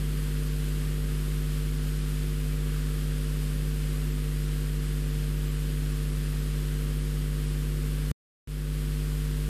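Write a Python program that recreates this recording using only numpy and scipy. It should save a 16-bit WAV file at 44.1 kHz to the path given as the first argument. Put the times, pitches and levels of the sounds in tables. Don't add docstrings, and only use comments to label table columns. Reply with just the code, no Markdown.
import sys
import numpy as np
from scipy import signal
from scipy.fft import rfft, irfft, next_fast_len
from scipy.io import wavfile
from scipy.ndimage import map_coordinates

SR = 44100
rng = np.random.default_rng(int(sys.argv[2]) if len(sys.argv) > 2 else 0)


def amplitude_ratio(level_db):
    exponent = np.asarray(level_db, float) / 20
    return 10 ** exponent


def dump_mix(stems):
    frames = np.atleast_2d(stems).T
    limited = np.clip(frames, -1, 1)
    pcm = np.round(limited * 32767).astype(np.int16)
    wavfile.write(sys.argv[1], SR, pcm)


N = 418491

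MAINS_HZ = 50.0055
CUT_S, BACK_S = 8.11425, 8.47425


def unit(x):
    return x / np.sqrt(np.mean(x ** 2) + 1e-20)


def along(hz, points, values):
    return np.interp(np.log(hz + 1), np.log(np.asarray(points) + 1), values)


def filtered(x, response):
    m = next_fast_len(N + 8192)
    spectrum = rfft(x, m) * response(np.fft.rfftfreq(m, 1 / SR))
    return irfft(spectrum, m)[..., :N]


def noise(spectrum):
    points_hz, level_db = np.transpose(spectrum)
    return unit(filtered(rng.standard_normal(N), lambda hz: amplitude_ratio(along(hz, points_hz, level_db))))


def wobble(rate):
    knots = rng.standard_normal(int(N * rate / SR) + 4)
    return map_coordinates(knots, [np.arange(N) * rate / SR])


def charging_pulse():
    t = np.fft.fftfreq(1000) / MAINS_HZ
    climb = np.sin(np.pi / 2 * np.clip(1 + t / .0036, 0, 1))
    ring = np.exp(-t / .00135) * np.cos(2 * np.pi * 156 * t)
    pulse = np.where(t < 0, climb, ring)
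    return pulse - .97 * np.roll(pulse, len(t) // 2)


def hum():
    # multiple, level_db (rms)
    pickup = [(1, -29.5), (2, -63.9), (3, -32.8), (4, -66.6), (5, -44.7), (7, -52.0), (9, -51.4),
              (11, -62.1), (15, -72.9), (17, -75.7), (19, -74.1), (21, -76.0), (23, -71.0), (25, -74.2),
              (27, -84.5), (31, -77.1), (33, -74.4), (37, -77.2), (39, -75.0), (41, -84.0), (43, -81.3),
              (47, -82.6), (10, -72.5), (53, -75.5), (55, -79.5), (57, -80.5), (61, -78.5)]
    first_pulse_s = .00305
    shape = rfft(charging_pulse())
    turns = MAINS_HZ * (np.arange(N) / SR - first_pulse_s) + .0018 * wobble(1.5)
    buzz = 0
    for multiple, level_db in pickup:
        phase = np.angle(shape[int(multiple)])
        buzz = buzz + np.sqrt(2) * amplitude_ratio(level_db) * np.cos(2 * np.pi * multiple * turns + phase)
    return buzz * amplitude_ratio(0.14 * wobble(2.7))


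def preamp():
    # pitch_hz, density_db (per Hz)
    rumble_colour = [(15, -15), (35, -1.5), (60, -2), (120, -1), (190, -0.5), (280, -6), (420, -7.5),
                     (540, -12.5), (700, -23.5), (1100, -51.5)]
    # pitch_hz, density_db (per Hz)
    hiss_colour = [(380, -36.5), (650, -8), (891, -7), (1140, -1), (1630, 0.5), (2270, -2.5), (3150, -1),
                   (3840, -4.5), (4930, -5), (5930, -9.5), (8570, -5.5), (12100, -7), (12600, -6.5),
                   (13800, -9), (15100, -23.5)]
    # time_s, rumble_db, hiss_db
    drift = [(0.0, -44.5, -45.5), (9.49, -45, -46)]
    time_s, rumble_db, hiss_db = np.transpose(drift)
    t = np.arange(N) / SR
    rumble_gain = amplitude_ratio(np.interp(t, time_s, rumble_db) + .6 * wobble(6))
    hiss_gain = amplitude_ratio(np.interp(t, time_s, hiss_db) + 0.37 * wobble(9))
    return rumble_gain * noise(rumble_colour), hiss_gain * noise(hiss_colour)


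def widened(x):
    # pitch_hz, level_db (left minus right), lead_rad (left leads)
    tilt = [(190, 0, 0), (350, -1.6, -0.32), (450, -3.5, -0.13), (600, -2.0, 0.08), (720, 0, 0),
            (820, 0, -0.04), (1000, -2.2, -0.25), (1250, -4.4, 0.03), (1500, -2.4, 0.34), (1900, 0.3, 0.24),
            (2300, 2.4, 0.04), (4000, 2.8, 0.0), (4400, 2.0, 0), (7000, 0.9, 0)]
    pitch_hz, level_db, lead_rad = np.transpose(tilt)

    def side_response(hz):
        ratio = amplitude_ratio(along(hz, pitch_hz, level_db)) * np.exp(1j * along(hz, pitch_hz, lead_rad))
        return (ratio - 1) / (ratio + 1)

    side = filtered(x, side_response)
    return np.array([x + side, x - side])


def turned(hz, t):
    # middle_s, length_s, then the band numbers
    long_slips = [(.503, .045, 13, 17), (.517, .05, 11), (.839, .054, 18), (1.636, .045, 14, 17),
                  (1.8, .05, 15, 17), (2.009, .065, 18), (2.04, .075, 14, 16), (2.126, .04, 18),
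                  (2.603, .058, 12, 17, 19), (3.125, .045, 17), (4.123, .055, 12, 14), (4.486, .06, 15, 17),
                  (4.792, .042, 11, 13, 16), (4.805, .045, 18, 19), (4.888, .058, 16, 18),
                  (5.048, .045, 16, 18), (5.115, .04, 11, 14), (5.39, .045, 12), (5.495, .04, 11, 12, 13),
                  (5.56, .048, 16), (5.912, .07, 16), (5.943, .048, 14), (6.12, .055, 16, 18),
                  (6.254, .062, 17), (6.53, .05, 12, 16, 18), (6.882, .042, 15), (7.022, .06, 17, 18),
                  (7.485, .055, 15, 17, 18), (9.334, .045, 13, 15)]
    # middle_s, band number
    flicks = [(.013, 18), (1.029, 12), (1.154, 16), (1.408, 12), (1.795, 11), (1.93, 14), (1.993, 17),
              (2.299, 12), (2.717, 12), (2.83, 13), (3.104, 18), (3.244, 16), (3.5, 14), (3.715, 11),
              (3.817, 15), (3.904, 17), (4.497, 13), (4.647, 13), (5.442, 15), (5.937, 11), (6.061, 11),
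              (6.269, 18), (6.362, 15), (6.402, 13), (6.493, 14), (6.766, 12), (7.81, 16), (8.002, 15),
              (9.11, 16), (9.283, 11)]
    band_hz, spill_hz = 750, 10
    flick_s, turn_s = 0.025, .02
    drag_share, drag_s = .3, .03

    slips = [(s, length, 1, band) for s, length, *bands in long_slips for band in bands]
    slips += [(s, flick_s, 1, band) for s, band in flicks]
    for row in long_slips:
        u, v = rng.random(2)
        slips.append((row[0] + drag_s * (u - .5), flick_s, drag_share, 8 + int(11 * v * v)))

    share = np.zeros((len(hz), len(t)))
    for s, length, part, band in slips:
        inside = abs(hz - (band + .5) * band_hz) < band_hz / 2 + spill_hz
        turn = np.clip((length / 2 - abs(t - s)) / turn_s + .5, 0, 1)
        share[inside] = np.maximum(share[inside], part * np.sin(np.pi / 2 * turn) ** 2)
    return share


def slipping_bands(x):
    frames = dict(fs=SR, nperseg=512, noverlap=384)
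    hz, t, (mid, side) = signal.stft([x[0] + x[1], x[0] - x[1]], **frames)
    share = turned(hz, t)
    block = (t * SR / 1024).astype(int)
    blocks = block[-1] + 1
    side_top_hz = 4690 + 520 * rng.binomial(3, .45, size=blocks)[block]
    mid_top_hz = 15190 - 90 * rng.exponential(size=blocks)[block]
    away_from_dropout = abs(t - (CUT_S + BACK_S) / 2) > .2
    stranger = np.roll(mid, 40, axis=1)
    side = side * (hz[:, None] < side_top_hz) + np.sqrt(share) * stranger
    mid = mid * (1 - share) ** 0.61 * ~((hz[:, None] > mid_top_hz) & away_from_dropout)
    mid, side = signal.istft([mid, side], **frames)[1][:, :N] / 2
    return np.array([mid + side, mid - side])


def outdoors():
    # middle_s, length_s, centre_hz, width_hz, level_db
    swells = [
        (2.78, .4, 1450, 600, -54.5),
        (2.53, .12, 2400, 300, -61),
    ]
    t = np.arange(N) / SR
    total = 0
    for s, length, hz, width, level_db in swells:
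        band = noise([(hz - width, -60), (hz - width / 2, 0), (hz + width / 2, 0), (hz + width, -60)])
        total = total + amplitude_ratio(level_db - 9.8 * ((t - s) / length * 2) ** 2) * band
    return total


def thump(s, size):
    u = np.maximum(np.arange(N) / SR - s, 0)
    bass = np.exp(-u / .0017) * np.sin(2 * np.pi * 132 * u + .5)
    middle = .47 * np.exp(-u / .0005) * np.sin(2 * np.pi * 620 * u - .1)
    return size * (u > 0) * (bass - middle)


def recovery(deep, slow_s):
    t = np.arange(N) / SR
    since = np.maximum(t - BACK_S, 0)
    creep = 1 - 0.23 * np.exp(-since / 0.01) - deep * np.exp(-since / slow_s)
    return np.where(t < CUT_S, 1, np.where(t < BACK_S, 0, creep))


def scene():
    rumble, hiss = preamp()
    offset = -.0018
    low = (hum() + rumble + offset) * recovery(deep=0.55, slow_s=0.19)
    high = (hiss + outdoors()) * recovery(deep=0.54, slow_s=0.2)
    return widened(low + high + thump(CUT_S, .17) - thump(BACK_S, .042))


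def roll_off(x):
    return signal.sosfilt(signal.butter(12, 15450, fs=SR, output="sos"), x)


def record(dry):
    return roll_off(slipping_bands(dry))


dry = scene()
out = record(dry)
dump_mix(out)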